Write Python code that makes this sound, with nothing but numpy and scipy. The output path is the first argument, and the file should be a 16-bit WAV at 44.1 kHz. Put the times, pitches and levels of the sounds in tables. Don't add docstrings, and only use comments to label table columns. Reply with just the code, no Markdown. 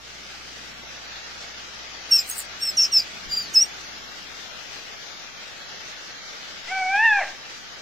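import sys
import numpy as np
from scipy import signal
from scipy.fft import dct
from scipy.io import wavfile
from scipy.ndimage import uniform_filter1d

SR = 44100
rng = np.random.default_rng(int(sys.argv[2]) if len(sys.argv) > 2 else 0)


def unload_audio(sound):
    columns = np.transpose(np.atleast_2d(sound))
    steps = np.round(np.clip(columns, -1, 1) * 32767)
    wavfile.write(sys.argv[1], SR, steps.astype(np.int16))


def volts_from_decibels(level):
    exponent = np.asarray(level, float) / 20
    return 10 ** exponent


N = 344799

# time in seconds, lag of the left port in radians, left-right level of the hum in dB.
HAND_TURN = [(0, 1.0, 3), (3, 1.6, 3), (4, 1.9, 3), (5, 2.7, 2), (6, 3.14, .1), (7.2, 3.14, .1),
             (7.82, 3.4, 2)]
COPY_SHIFT, COPY_FROM = 72, 112


def evened(x):
    return x / np.sqrt(np.mean(x ** 2) + 1e-20)


def read(points, hz):
    f, value = np.transpose(points)
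    return np.interp(np.log(hz + 1), np.log(f + 1), value)


def columns(rows, t):
    s, *rest = np.transpose(rows)
    return [np.interp(t, s, c) for c in rest]


def add(mix, s, sound):
    part = mix[..., round(s * SR):][..., :sound.shape[-1]]
    part += sound[..., :part.shape[-1]]


def band(shape, lo_hz, hi_hz):
    edges = signal.butter(4, np.clip([lo_hz, hi_hz], 1, SR / 2.1), "band", fs=SR, output="sos")
    return evened(signal.sosfilt(edges, rng.standard_normal(shape)))


def voice(hz, multiples, dbs, rough, spread_hz):
    turns, out = np.cumsum(hz) / SR, 0
    rough = np.clip(rough, 0, 1)
    lean = np.exp(2j * np.pi * .6 * spread_hz * np.arange(len(hz)) / SR)
    for k, db in zip(multiples, dbs):
        a, b = band((2, len(hz) + 900), 20, spread_hz)[:, 900:]
        chaos = lean * (a + 1j * b) / np.sqrt(2)
        wobble = np.sqrt(1 - rough ** 2) + rough * chaos
        level = np.sqrt(2) * volts_from_decibels(uniform_filter1d(db + 0 * hz, size=200))
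        carrier = np.exp(2j * np.pi * (k * turns + k * k / 6))
        out = out + level * (wobble * carrier).real
    return out * signal.windows.tukey(len(hz), .05)


def room(x, echoes, t60, tail_db):
    t = np.arange(SR // 2) / SR
    sparse = rng.choice([-1., 1.], len(t)) * (rng.random(len(t)) < .05)
    taps = sparse * volts_from_decibels(-60 * t / t60) * (t > .01)
    taps *= volts_from_decibels(tail_db) / np.linalg.norm(taps)
    taps[0] = 1
    for s, db in echoes:
        taps[round(s * SR)] += volts_from_decibels(db)
    return signal.fftconvolve(x, taps)[:N]


def chirp(rows, crack_s, chaos, third_db, first_db, air_db):
    t = np.arange(rows[0][0], rows[-1][0], 1 / SR)
    hz, second = columns(rows, t)
    rough = np.interp(t, [crack_s, crack_s + .022], [.06, chaos])
    push = second + 20
    overblown = np.maximum(second + 17.5, 0)
    third = third_db + 0.44 * push - 14.5 * rough - 1.5 * overblown
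    first = first_db + 0.29 * push - 3 * rough
    fourth = second - 31 - 0.09 * (hz - 4750)
    a, b = 3.5 * band((2, len(t)), 15, 60)
    sound = voice(hz / 2, range(1, 5), (first + a, second, third + b, fourth), rough, 340)
    sound += rough * volts_from_decibels(second - 18) * band(len(t), 5900, 7300)
    sound += volts_from_decibels(air_db + 0.44 * push) * band(len(t), 12730, 15600)
    sound += volts_from_decibels(second - 34 + 8 * rough) * band(len(t), 6500, 9540)
    return t[0], sound


def chirps():
    # time in seconds, whistle (2nd harmonic) in Hz, effort in dB.
    first_bout = [
        [(2.105, 5820, -46), (2.113, 5660, -22.5), (2.121, 5467, -12), (2.171, 5434, -16), (2.177, 5280, -25),
         (2.189, 5059, -15), (2.225, 5010, -42.5), (2.235, 4899, -37)],
        [(2.6, 5406, -48), (2.632, 5510, -21.5), (2.652, 5455, -28.5), (2.682, 5313, -23.5),
         (2.696, 5160, -21.5), (2.72, 5070, -45)],
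        [(2.765, 5710, -51), (2.773, 5920, -20.5), (2.783, 5510, -16.5), (2.809, 5408, -14), (2.825, 5540, -18),
         (2.851, 5050, -20), (2.859, 5400, -24.5), (2.875, 4860, -37)],
        [(2.915, 5700, -41), (2.927, 5673, -22.5), (2.941, 5390, -17), (2.973, 5260, -12.5),
         (3.001, 4740, -20.5), (3.015, 4960, -31), (3.03, 4770, -39)],
    ]
    second_bout = [
        [(3.29, 4850, -50), (3.322, 4770, -26.5), (3.342, 4765, -21.5), (3.36, 4910, -35), (3.376, 4740, -19),
         (3.388, 4703, -28.5), (3.416, 4830, -29.5), (3.434, 4480, -41), (3.45, 4900, -50)],
        [(3.535, 5740, -50), (3.545, 5910, -25), (3.559, 5206, -15), (3.575, 5190, -9), (3.601, 5320, -19.5),
         (3.625, 5791, -12.5), (3.637, 5480, -23.5), (3.665, 5700, -49)],
    ]
    # break in seconds, final chaos 0-1, then 3rd harmonic, fundamental and top air in dB.
    breaks = [
        (2.159, 0.6, -32.5, -41, -37),
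        (2.695, 0.1, -36.5, -47, -40.5),
        (2.804, 0.92, -40.5, -42, -48),
        (2.97, 0.77, -40.5, -43, -45),
        (3.4, 0.3, -37, -51, -46),
        (3.603, 0, -39, -44.5, -45),
    ]
    # middle in seconds, peak in dB, pitch in Hz, length in seconds, glide in Hz a second.
    peeps = [(2.205, -34, 7350, .03, -500), (2.3, -26, 9100, .005, -500), (2.33, -36, 6500, .015, -500),
             (2.42, -40, 6700, .02, -9000), (2.315, -24, 6500, .005, -500), (2.4, -36, 7200, .02, -20000),
             (2.768, -34, 6300, .008, -40000), (3.445, -40, 4500, .025, -9000),
             (3.467, -33, 4300, .014, -25000), (3.485, -41, 4000, .025, -9000),
             (3.54, -36, 6300, .01, -40000), (3.543, -36, 7000, .008, -500)]
    # time in seconds, peak in dB.
    smacks = [
        (2.11, -33.5),
        (2.769, -31.5),
        (3.545, -35),
    ]
    # delay in seconds, level in dB.
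    near_walls = [(.004, -20), (.011, -19), (.023, -22)]
    out = np.zeros(N)
    for rows, settings in zip(first_bout + second_bout, breaks):
        add(out, *chirp(rows, *settings))
    for s, db, hz, length, glide in peeps:
        t = np.arange(-2 * length, 2 * length, 1 / SR)
        rough = .85 if glide < -1000 else .2
        swell = np.exp(-(2 * t / length) ** 2)
        add(out, s - 2 * length, swell * voice(hz + glide * t, [1], [db], rough, 330))
    for s, db in smacks:
        t = np.arange(0, .02, 1 / SR)
        add(out, s - .006, volts_from_decibels(db - 11.5) * np.sin(np.pi * t / .02) ** 2 * band(len(t), 8900, 17000))
    return room(out, near_walls, t60=.08, tail_db=-22)


def sniffs():
    # peak in seconds, rise in seconds, fall in seconds, hiss in dB, top air in dB.
    breaths = [
        (2.304, 0.031, .035, -32.5, -33),
        (2.39, 0.04, 0.031, -31, -33.5),
    ]
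    out = np.zeros((2, N))
    for s, rise, fall, hiss_db, air_db in breaths:
        t = np.arange(-.08, .08, 1 / SR)
        drop = -14 * np.maximum(-t / rise, t / fall)
        grain = volts_from_decibels(3.0 * band(len(t), 25, 200))
        air = volts_from_decibels(hiss_db + drop) * band((3, len(t)), 7500, 9800)
        air += volts_from_decibels(air_db + 1.4 * drop) * band((3, len(t)), 11600, 15800)
        shared, apart = air[0], air[1:]
        add(out, s + t[0], grain * (shared + 0.3 * apart) * signal.windows.tukey(len(t), .2))
    return out


def coo():
    # time in seconds, pitch in Hz, effort in dB, mouth as a scale of the throat's resonances.
    call = [
        (6.665, 596, -39, 1.32),
        (6.712, 751, -30, 0.94),
        (6.755, 769, -28.5, 0.96),
        (6.875, 741, -26, 1.01),
        (6.96, 811, -25, 0.97),
        (7.05, 924.3, -23.5, 1.074),
        (7.13, 833, -25.5, 0.963),
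        (7.197, 782, -25, 0.98),
        (7.228, 601, -36.5, 1.01),
    ]
    # frequency in Hz, gain of the throat in dB.
    throat = [(600, 0), (760, 0.8), (1490, -12.5), (1730, 7.5), (2200, -1.5), (2750, -4.5), (2950, -29.5),
              (3350, -22.5)]
    # delay in seconds, level in dB.
    walls = [(.019, -15.5), (.047, -16), (.083, -20), (.115, -23.5)]
    late_db, flutter_db = (-22, -16, -8, -14), (1.2, 1.2, 1.5, 4)
    start, crack, end = call[0][0], call[-2][0], call[-1][0]
    t = np.arange(start, end + 0.0204, 1 / SR)
    hz, effort_db, mouth = columns(call, t)
    hz = uniform_filter1d(hz, size=700)
    rough = np.interp(t, [start, start + .07, crack - .03, end], [.5, .04, .04, .8])
    waver = 1 + .004 * band(len(t), 8, 30)
    late = np.maximum(1 - (t - start) / .06, 0)
    flutter = band((4, len(t)), 6, 25)
    dbs = []
    for k in range(4):
        shaped = effort_db + read(throat, (k + 1) * hz / mouth)
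        dbs.append(shaped + late_db[k] * late + flutter_db[k] * flutter[k])
    out = np.zeros(N)
    add(out, start, voice(waver * hz, range(1, 5), dbs, rough, 200))
    breath_s = 0.033
    puff = np.arange(-2 * breath_s, 2 * breath_s, 1 / SR)
    add(out, end + puff[0], volts_from_decibels(-37) * np.exp(-(puff / breath_s) ** 2) * band(len(puff), 500, 2400))
    t = np.arange(N) / SR
    held = np.clip(np.minimum(t - start + .04, end + .12 - t) / .03, 0, 1)
    sag = held * (.004 + .008 * np.exp(-((t - crack) / .07) ** 2))
    return room(out, walls, t60=0.55, tail_db=-15.5) - sag


def wash():
    # time in seconds, hiss in dB, left-right in dB, brightness in dB.
    leaves = [(0, -43, 1.5, -2), (.7, -42, 2, -11), (1.13, -40, 0.7, 1.1), (2.2, -40, 3, -2),
              (3, -39.5, 2, 0), (3.8, -40, 2, 4.5), (4.64, -40, 4, 5.5), (5.4, -41, 2.1, 2),
              (6.3, -40, 1.5, 2), (6.85, -40, 3, 2), (7.1, -40.5, 1.1, 2), (7.82, -41, 2.1, 1)]
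    # time in seconds, level in dB.
    far = [(0, -60), (.7, -56), (1.2, -62.5), (2.3, -61.5), (3.4, -55.5), (4.6, -62), (6.3, -63.5),
           (7.82, -65)]
    # frequency in Hz, density in dB per Hz.
    leaf_hiss, far_rumble, top_air = [(180, -9.5), (300, -7.5), (679, -1.5), (895, -2), (1010, 5),
                                      (1160, -1.5), (1490, 1), (5270, -0.5), (6220, -3), (8200, -16.5),
                                      (10700, -31), (18000, -120)], [(15, -22.5), (40, -20.5), (90, -8), (200, 3),
                                                    (400, -2.5), (900, -23.5)], [(7800, -38), (8300, -9), (10000, 1),
                                                                    (12500, 6), (16000, -6)]
    # frequency in Hz, likeness of left and right from -1 to 1.
    likeness = [(60, -0.24), (150, 0.51), (380, 0.29), (950, -0.051), (2380, 0.18), (5980, -0.0066),
                (15000, 0.13)]
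    frames, hz = N // 256 + 5, np.fft.rfftfreq(1024, 1 / SR)
    a, b, c, d, patches = rng.standard_normal((frames, 513, 5)).T
    patches = evened(uniform_filter1d(uniform_filter1d(patches, 10, 0), 12, 1))
    flicker = evened(uniform_filter1d(rng.standard_normal(frames), 3))
    t = np.arange(frames) * 256 / SR
    hiss_db, hiss_pan, bright = columns(leaves, t)
    rumble_db = columns(far, t)[0]
    rumble_pan = 4 * (columns(HAND_TURN, t)[0] - 2)
    tilt = np.outer(0.32 + np.clip((hz - 11500) / 1500, 0, 1), bright)
    ear = np.array([.5, -.5])[:, None, None]
    power = volts_from_decibels(2 * (read(leaf_hiss, hz)[:, None] + hiss_db + ear * hiss_pan + 5.0))
    power += volts_from_decibels(2 * (read(far_rumble, hz)[:, None] + rumble_db + ear * rumble_pan + 16.5))
    power += volts_from_decibels(2 * (read(top_air, hz)[:, None] - 68.5 + tilt + ear * 1.0 - 2.0))
    dip = -14 * np.exp(-.5 * ((hz - 1016) / 48) ** 2)
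    same = np.clip(read(likeness, hz), -1, 1)[:, None]
    left = a + 1j * b
    z = np.array([left, same * left + np.sqrt(1 - same ** 2) * (c + 1j * d)])
    z *= np.sqrt(power) * volts_from_decibels(dip[:, None] + 0.89 * patches + 0.7 * flicker - 21)
    return signal.istft(z, nperseg=1024, noverlap=768)[1][:, :N]


def gust():
    t = np.arange(N) / SR - 3.27
    rise_s, fall_db_per_s = .05, 110
    level_db = -44 - 20 * (np.minimum(t, 0) / rise_s) ** 2 - fall_db_per_s * np.maximum(t, 0)
    return np.array([volts_from_decibels(np.maximum(level_db, -150)) * band(N, 8, 55), 0 * t])


def hum():
    # frequency in Hz, level in dB.
    partials = [
        (59, -57.5),
        (118, -66.5),
        (177, -75),
    ]
    t = np.arange(N) / SR
    lag, pan_db = columns(HAND_TURN, t)
    ports = volts_from_decibels(np.array([pan_db, -pan_db]) / 2 + .6 * band((2, N), 1, 4.5))
    lags = np.array([lag, 0 * t])
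    return ports * sum(np.sqrt(2) * volts_from_decibels(db) * np.sin(2 * np.pi * hz * t - lags) for hz, db in partials)


def scene():
    return chirps() + sniffs() + coo() + wash() + gust() + hum()


def thinned(x, mask_db, side_db, gate_db, budget_db):
    # from in seconds, to in seconds.
    spare_spans = [(0, .71), (1.43, 1.48), (4.7, 4.77), (5.86, 5.9), (6.65, 7.33), (7.52, 7.58)]
    # frequency in Hz, threshold in dB.
    dead_zone = [(200, -22), (1000, -9), (2500, .5), (4500, 2), (6500, 3), (7400, 3), (8000, 4), (9600, 2)]
    size, top = 2048, COPY_FROM * 8
    window = np.sin(np.pi * (np.arange(2 * size) + .5) / (2 * size))
    padded = np.pad(x, ((0, 0), (size, 3 * size - N % size)))
    frames = np.lib.stride_tricks.sliding_window_view(padded, 2 * size, axis=1)[:, ::size] * window
    a, b, c, d = np.split(frames, 4, axis=2)
    lines = dct(np.dstack([-c[..., ::-1] - d, a - b[..., ::-1]]), type=4, norm="ortho")
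    k, t = np.arange(size), np.arange(lines.shape[1]) * size / SR
    level = uniform_filter1d(lines ** 2, size=32, axis=2)
    centre = level.mean(0)
    steady = np.median(level, axis=1, keepdims=True) * volts_from_decibels(2 * read(dead_zone, k * SR / 2 / size))
    masker = np.roll(uniform_filter1d(centre, size=300, axis=1), 70, axis=1) * volts_from_decibels(2 * mask_db)
    spare = sum((t > begin) & (t < stop) for begin, stop in spare_spans)[:, None] * (k < top - 64)
    luck = rng.standard_normal((len(t), size // 8))
    luck = evened(uniform_filter1d(luck, size=3, axis=0))
    step_db = budget_db * (np.repeat(luck, 8, axis=1) - spare)
    kept = lines * (lines ** 2 > steady * volts_from_decibels(2 * step_db)) * (level > masker)
    edge = top - 128 - 32 * np.digitize(luck[:, :1], [-.15, .15])
    kept *= (k < edge) | (spare > 0) | (centre > volts_from_decibels(2 * gate_db))
    side = uniform_filter1d((lines[0] - lines[1]) ** 2 / 4, size=32, axis=1)
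    kept = np.where(side < centre * volts_from_decibels(2 * side_db), kept.mean(0), kept)
    u, v = np.split(dct(np.where(k < top, kept, lines), type=4, norm="ortho"), 2, axis=2)
    parts = np.dstack([v, -v[..., ::-1], -u[..., ::-1], -u]) * window
    return (parts[:, 1:, :size] + parts[:, :-1, size:]).reshape(2, -1)[:, :N]


def copied_top(x, most_db):
    z = signal.stft(x, nperseg=512, noverlap=384)[2]
    smooth = uniform_filter1d(abs(z) ** 2, size=12, axis=2)
    turn = np.exp(2j * np.pi * COPY_SHIFT * np.arange(z.shape[2]) / 4)
    for lo in range(COPY_FROM, COPY_FROM + COPY_SHIFT, 8):
        source = z[:, lo - COPY_SHIFT:lo - COPY_SHIFT + 8]
        have = uniform_filter1d(abs(source) ** 2, size=12, axis=2).mean(1, keepdims=True)
        want = smooth[:, lo:lo + 8].mean(1, keepdims=True)
        z[:, lo:lo + 8] = turn * source * np.sqrt(want / (have + want * volts_from_decibels(-2 * most_db) + 1e-20))
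    z[:, COPY_FROM + COPY_SHIFT:] = 0
    return signal.istft(z, nperseg=512, noverlap=384)[1][:, :N]


def top_cut(x):
    return signal.sosfilt(signal.butter(12, 15900, fs=SR, output="sos"), x)


def record(dry):
    level = dry - dry.mean(1, keepdims=True)
    core = thinned(level, mask_db=-23, side_db=-13, gate_db=-40, budget_db=5.5)
    mix = copied_top(core, most_db=2.0)
    return top_cut(mix)


dry = scene()
out = record(dry)
unload_audio(out)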